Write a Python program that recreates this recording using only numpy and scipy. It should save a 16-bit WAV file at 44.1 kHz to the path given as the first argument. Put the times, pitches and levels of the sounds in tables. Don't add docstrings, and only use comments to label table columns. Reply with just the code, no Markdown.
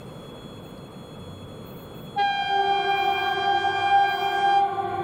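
import sys
import numpy as np
from scipy import signal
from scipy.fft import rfft, irfft, next_fast_len
from scipy.io import wavfile
from scipy.ndimage import uniform_filter1d

SR = 44100
rng = np.random.default_rng(int(sys.argv[2]) if len(sys.argv) > 2 else 0)


def generate_wav(signal):
    frames = np.transpose(np.atleast_2d(signal))
    scaled = np.clip(frames, -1, 1) * 32767
    pcm = np.round(scaled).astype(np.int16)
    wavfile.write(sys.argv[1], SR, pcm)


N = 222043
TIME = np.arange(N) / SR
TRAIN_M_PER_S, SOUND_M_PER_S, START_RANGE_M = 21.5, 335, 200
HIGH_ON_S, LOW_ON_S, MID_BLAST_S, VALVE_OFF_S = 2.157, 2.475, 3.4, 4.58
CYCLE_S = .2833


def from_db(db):
    return 10 ** (np.asarray(db) / 20)


def unit_rms(x):
    return x / np.sqrt(np.mean(x ** 2) + 1e-20)


def since(s):
    return np.maximum(TIME - s, 0)


def rise(s, length_s):
    return np.minimum(since(s) / length_s, 1)


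def pulse(s, width_s, clock=TIME):
    return np.exp(-.5 * ((clock - s) / width_s) ** 2)


def phase_of(hz):
    return 2 * np.pi * np.cumsum(hz) / SR


def drift(hz):
    pole = np.exp(-200 * np.pi * hz / SR)
    white = rng.standard_normal(N // 100 + 1002)
    slow = signal.lfilter([1], [1, -2 * pole, pole * pole], white)[1000:]
    return np.interp(np.arange(N) / 100, np.arange(len(slow)), unit_rms(slow))


def noise(spectrum):
    hz, db = np.transpose(spectrum)
    size = 2 * next_fast_len(N // 2 + 1)
    bins = np.maximum(np.arange(size // 2 + 1) * SR / size, 1)
    colour = from_db(np.interp(np.log(bins), np.log(hz), db))
    skirts = np.minimum(1, bins / hz[0]) ** 2 * np.minimum(1, hz[-1] / bins) ** 2
    return unit_rms(irfft(rfft(rng.standard_normal(size)) * colour * skirts, size)[:N])


def partials(phase, harmonics, flutter_db):
    return sum(from_db(db + flutter_db * drift(13.7)) * np.sin(k * phase) for k, db in harmonics)


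# frequency in Hz, relative density in dB.
ROLLING_SPECTRUM = [(15, -49), (25, -10), (63, -9.5), (157, 2), (366, -8), (477, -3.5), (727, -15),
                    (1260, -15.5), (1760, -28.5), (2630, -28.5), (2810, -35), (3430, -28), (3670, -38.5),
                    (4380, -42.5), (5000, -51), (6500, -99.5), (11000, -120)]
# time in seconds, level in dB.
ROLLING_LEVELS = [(0, -39.5), (.6, -39.5), (1.3, -41), (2.15, -40), (2.4, -42), (3.6, -43), (4.7, -42),
                  (5.03, -37.5)]
# centre and length in seconds, centre pitch in Hz, glide in Hz/s, level in dB.
ROLLING_DRONES = [(0.586, 0.16, 102, 1.5, -43), (1.367, 0.48, 94, 17, -42.5), (3.718, 1.7, 102, 19, -43.5),
                  (5.0, 0.94, 98, -27.5, -39)]
def rolling():
    level_db = np.interp(TIME, *np.transpose(ROLLING_LEVELS))
    out = from_db(level_db + .44 * drift(3.8)) * noise(ROLLING_SPECTRUM)
    for s, length_s, hz, glide, db in ROLLING_DRONES:
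        swell = np.cos(np.pi * np.clip((TIME - s) / length_s, -.5, .5))
        gain = from_db(db + 1.5 * drift(1.8)) * swell
        out += gain * np.sin(phase_of(hz + glide * (TIME - s) + drift(13)))
    return out


# frequency in Hz, level in dB, depth of the dip from 0 to 1.
MOTOR_TONES = [(3363, -51.5, .25), (4220, -61, .85), (6762, -66.5, .95), (7620, -71.5, .3),
               (9365, -69.5, .9), (9698, -76, .6)]
def motor_whine():
    dip = pulse(.047, .013, TIME % CYCLE_S)
    swell_db = -3 * np.cos(2 * np.pi * TIME / (3 * CYCLE_S))
    out = np.zeros(N)
    for hz, db, depth in MOTOR_TONES:
        phase = phase_of(hz * (1 + .0012 * drift(46)))
        out += from_db(db + (1 - depth) * swell_db + drift(5)) * (1 - depth * dip) * np.sin(phase)
    return out


# frequency in Hz, relative density in dB.
RATTLE_SPECTRUM = [(7900, -28), (8300, 8), (8600, -13), (9200, 3), (9350, 11), (9520, -6), (9750, 11.5),
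                   (9900, -29.5)]
def rattle():
    throb = 1 + .8 * np.cos(8 * np.pi * TIME / CYCLE_S)
    return from_db(-73) * throb * noise(RATTLE_SPECTRUM)


# frequency in Hz, relative density in dB.
ZOOM_SPECTRUM = [(3000, -3), (6000, -5), (12000, -7)]
def zoom_rustle():
    return from_db(-68.5) * (1 - rise(.29, .05)) * noise(ZOOM_SPECTRUM)


# frequency in Hz, relative density in dB.
HISS_SPECTRUM = [(3000, -3.5), (6000, -6.5), (7700, -0.5), (9300, 2), (10200, -4), (12000, -7.5),
                 (13000, 3.5), (15800, -4)]
def hiss():
    return from_db(-66.5) * noise(HISS_SPECTRUM)


# time within the cycle in seconds, peak level in dB.
CYCLE_TICKS = [(0.012, -53.5), (0.095, -53.5), (0.164, -65.5), (0.247, -56.5)]
def ticks():
    envelope = sum(from_db(db) * pulse(s, .004, TIME % CYCLE_S) for s, db in CYCLE_TICKS)
    return envelope * np.sin(2 * np.pi * 2605 * TIME)


# start in seconds, end in seconds, relative level in dB.
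LENS_BURSTS = [(0.636, .71, -55), (1.652, 1.86, -49.5), (1.94, 2.067, -52), (2.884, 2.92, -52),
               (2.955, 3.334, -49), (4.08, 4.27, -46), (4.277, 4.38, -50)]
# frequency in Hz, relative density in dB.
LENS_SPECTRUM = [(10000, -45), (11800, -26.5), (12800, -4.5), (14000, -6), (14700, 0), (15800, -4)]
def lens_sizzle():
    gate = sum(from_db(db) * ((TIME > start) & (TIME < end)) for start, end, db in LENS_BURSTS)
    return uniform_filter1d(gate, size=1400) * from_db(1.8 * drift(70) - 3.5) * noise(LENS_SPECTRUM)


# start in seconds, level in dB, centre frequency in Hz.
NEAR_CLICKS = [(.777, -56, 4300), (3.372, -66, 11000)]
def clicks(decay_s=.0049):
    out = np.zeros(N)
    for s, db, hz in NEAR_CLICKS:
        band = signal.butter(2, [hz * .87, hz * 1.15], "band", fs=SR, output="sos")
        envelope = (TIME > s) * np.exp(-since(s) / decay_s)
        out += from_db(db) * envelope * unit_rms(signal.sosfilt(band, rng.standard_normal(N)))
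    return out


# harmonic number, first swell in seconds, beat rate in Hz,
# slowing in Hz/s, amplitude as a share of the direct sound.
HORN_REFLECTIONS = [(1, 2.24, 2.7, .45, .55), (1, 2.23, 6.4, 1.4, .42), (2, 2.25, 3.1, .3, .27),
                    (2, 2.16, 1.0, 1.15, .25), (3, 2.32, 1.85, 1.05, .5), (5, 2.22, 1.85, 1.95, .45)]
def beating(harmonic):
    total = 1
    for k, first_s, rate, slowing, share in HORN_REFLECTIONS:
        if k == harmonic:
            t = TIME - first_s
            total += share * np.exp(2j * np.pi * (rate * t - .5 * slowing * t ** 2))
    return np.abs(total)


def fading(scattered, hz, build_s=1):
    share = scattered * rise(HIGH_ON_S, build_s)
    return np.hypot(1 + share * drift(hz), share * drift(hz)) / np.sqrt(1 + 2 * share ** 2)


def high_fundamental(phase, release_s=.37):
    level_db = -25.5 + .8 * (TIME - MID_BLAST_S) - 10 * pulse(3.22, .18)
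    envelope = from_db(level_db) * np.exp(-since(VALVE_OFF_S) / release_s)
    return envelope * beating(harmonic=1) * fading(scattered=.33, hz=12.5) * np.sin(phase)


# harmonic number, relative level in dB.
HIGH_SIDEWAYS = [(1, -33), (2, -45.5), (3, -56), (4, -62), (5, -67), (6, -69), (7, -77)]
def high_horn(heard_hz=797.1, overshoot_hz=13, settle_s=.085, release_s=.027, tail_s=.68):
    hz = heard_hz + overshoot_hz * np.exp(-since(2.19) / settle_s)
    phase = phase_of(hz + .2 * drift(20))
    opened, released, tail = rise(HIGH_ON_S, .024), since(VALVE_OFF_S), from_db(-23.5)
    blow = opened * ((1 - tail) * np.exp(-released / release_s) + tail * np.exp(-released / tail_s))
    fundamental = opened * high_fundamental(phase)
    brassy = rise(2.172, .025)
    overtones = high_brass(phase) + high_treble(phase, hz) + croak(phase) + air_jet()
    ahead = fundamental + blow * (brassy * overtones + cab_rebound(phase))
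    return ahead, blow * partials(phase, HIGH_SIDEWAYS, flutter_db=2)


def cab_rebound(phase):
    echoes = sum((1 + .5 * drift(4)) * np.sin(ratio * phase + .7 * drift(3))
                 for ratio in np.linspace(1.099, 1.106, 4))
    return from_db(-52.5 + 5 * (TIME - 3.7)) * echoes


# harmonic number, relative level at mid-blast in dB,
# growth in dB/s, scattered share.
BRASS_HARMONICS = [(2, -33.5, 1.55, 0.31), (3, -38, 3.1, 0.66), (4, -36.5, -0.3, 0.14),
                   (5, -51.5, -3.5, 0.41)]
def high_brass(phase):
    out = np.zeros(N)
    for k, db, growth, scattered in BRASS_HARMONICS:
        gain = from_db(db + growth * (TIME - MID_BLAST_S))
        out += gain * beating(k) * fading(scattered, hz=8.8) * np.sin(k * phase)
    return out


# harmonic number, relative level in dB.
TREBLE_HARMONICS = [(6, -53.5), (7, -61), (8, -62.5), (9, -64.5), (10, -66), (11, -72.5), (12, -73),
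                    (13, -83), (14, -85)]
def high_treble(phase, hz, loss_db_per_m=.27):
    nearer_m = TRAIN_M_PER_S * (TIME - 3.7)
    out = np.zeros(N)
    for k, db in TREBLE_HARMONICS:
        regained_db = loss_db_per_m * nearer_m * (k * hz / 10000) ** 2
        flutter_db = min(.35 * k, 2.3) * drift(6)
        out += from_db(db + regained_db + flutter_db) * np.sin(k * phase)
    return out


# frequency in Hz, relative density in dB.
JET_SPECTRUM = [(800, 6), (2200, -8), (3600, -8.5), (4700, -11), (5300, -24), (8000, -24.5), (12000, -41)]
def air_jet():
    return from_db(-54.5) * noise(JET_SPECTRUM)


# multiple of the fundamental, relative level in dB.
CROAK_PARTIALS = [(.5, -34), (1.5, -49), (2.5, -42), (3.5, -48), (4.5, -53), (5.5, -52)]
def croak(phase):
    envelope = pulse(2.195, .017) * from_db(2 + 4.9 * drift(88))
    return envelope * sum(from_db(db) * np.sin(k * phase) for k, db in CROAK_PARTIALS)


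def forest_echoes(sideways, near_m, far_m, trees):
    coarse_s = TIME[::100]
    train_m = START_RANGE_M - TRAIN_M_PER_S * coarse_s
    out, power = np.zeros(N), 0
    depths = (rng.random() + np.arange(trees) * (np.sqrt(5) - 1) / 2 + .15 * rng.random(trees)) % 1
    for along_m, depth in zip(np.linspace(70, 340, trees), depths):
        across_m = near_m * (far_m / near_m) ** depth
        outward_m = np.hypot(train_m - along_m, across_m)
        delay_s = (outward_m + np.hypot(along_m, across_m) - train_m) / SOUND_M_PER_S
        arrival_s = coarse_s + delay_s
        spreading = outward_m ** -.9
        sent_s = TIME - np.interp(TIME, arrival_s, delay_s)
        out += np.interp(TIME, arrival_s, spreading) * np.interp(sent_s, TIME, sideways)
        power += np.mean(spreading[len(spreading) // 2:] ** 2)
    return out / np.sqrt(power)


# harmonic number, relative level in dB.
LOW_FORWARD = [(2, -36), (3, -48.5), (4, -54), (5, -65.5), (6, -59), (7, -78.5), (8, -69.5), (9, -67)]
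LOW_SIDEWAYS = [(1, -37.5), (2, -39.5), (3, -44), (4, -54), (5, -61), (6, -60.5), (7, -67), (8, -95),
                (9, -63), (10, -75), (11, -66.5), (12, -76)]
def low_horn(heard_hz=393.5, sag_hz_per_s=12.93, dulling_per_s=.14):
    released = since(VALVE_OFF_S)
    phase = phase_of(heard_hz - sag_hz_per_s * released + .725 * drift(13.04))
    blow = rise(LOW_ON_S, .12)
    brassy = np.clip(rise(LOW_ON_S, .16) - dulling_per_s * released, 0, 1)
    rush_db = 8.5 * np.exp(-(since(LOW_ON_S) / .69) ** 2)
    ahead = from_db(-39 + rush_db) * fading(scattered=.37, hz=14) * np.sin(phase)
    ahead += brassy ** 2 * from_db(3.5) * partials(phase, LOW_FORWARD, flutter_db=3.5)
    sideways = partials(phase, LOW_SIDEWAYS[:1], flutter_db=1.5)
    sideways += brassy * partials(phase, LOW_SIDEWAYS[1:], flutter_db=6)
    return blow * ahead, blow * from_db(-1.5) * sideways


def scene():
    high_ahead, high_sideways = high_horn()
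    low_ahead, low_sideways = low_horn()
    echoes = forest_echoes(high_sideways + low_sideways, near_m=14, far_m=95, trees=80)
    horns = from_db(5.5) * (high_ahead + low_ahead + from_db(-1) * echoes)
    train = rolling()
    camera = motor_whine() + ticks() + rattle() + lens_sizzle() + zoom_rustle() + clicks() + hiss()
    return (train + camera + horns)[None]


def gain_control(x, threshold_db, slope, release_db_per_s):
    level_db = 10 * np.log10(np.maximum(uniform_filter1d(x[0] ** 2, size=900), 1e-12))
    held_db = np.maximum.accumulate(level_db + release_db_per_s * TIME) - release_db_per_s * TIME
    return x * from_db(-slope * np.maximum(held_db - threshold_db, 0))


def record(dry, cutoff_hz=15750):
    held = gain_control(dry, threshold_db=-29, slope=.23, release_db_per_s=22.5)
    return signal.sosfilt(signal.ellip(12, .1, 80, cutoff_hz, fs=SR, output="sos"), held)


dry = scene()
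out = record(dry)
generate_wav(out)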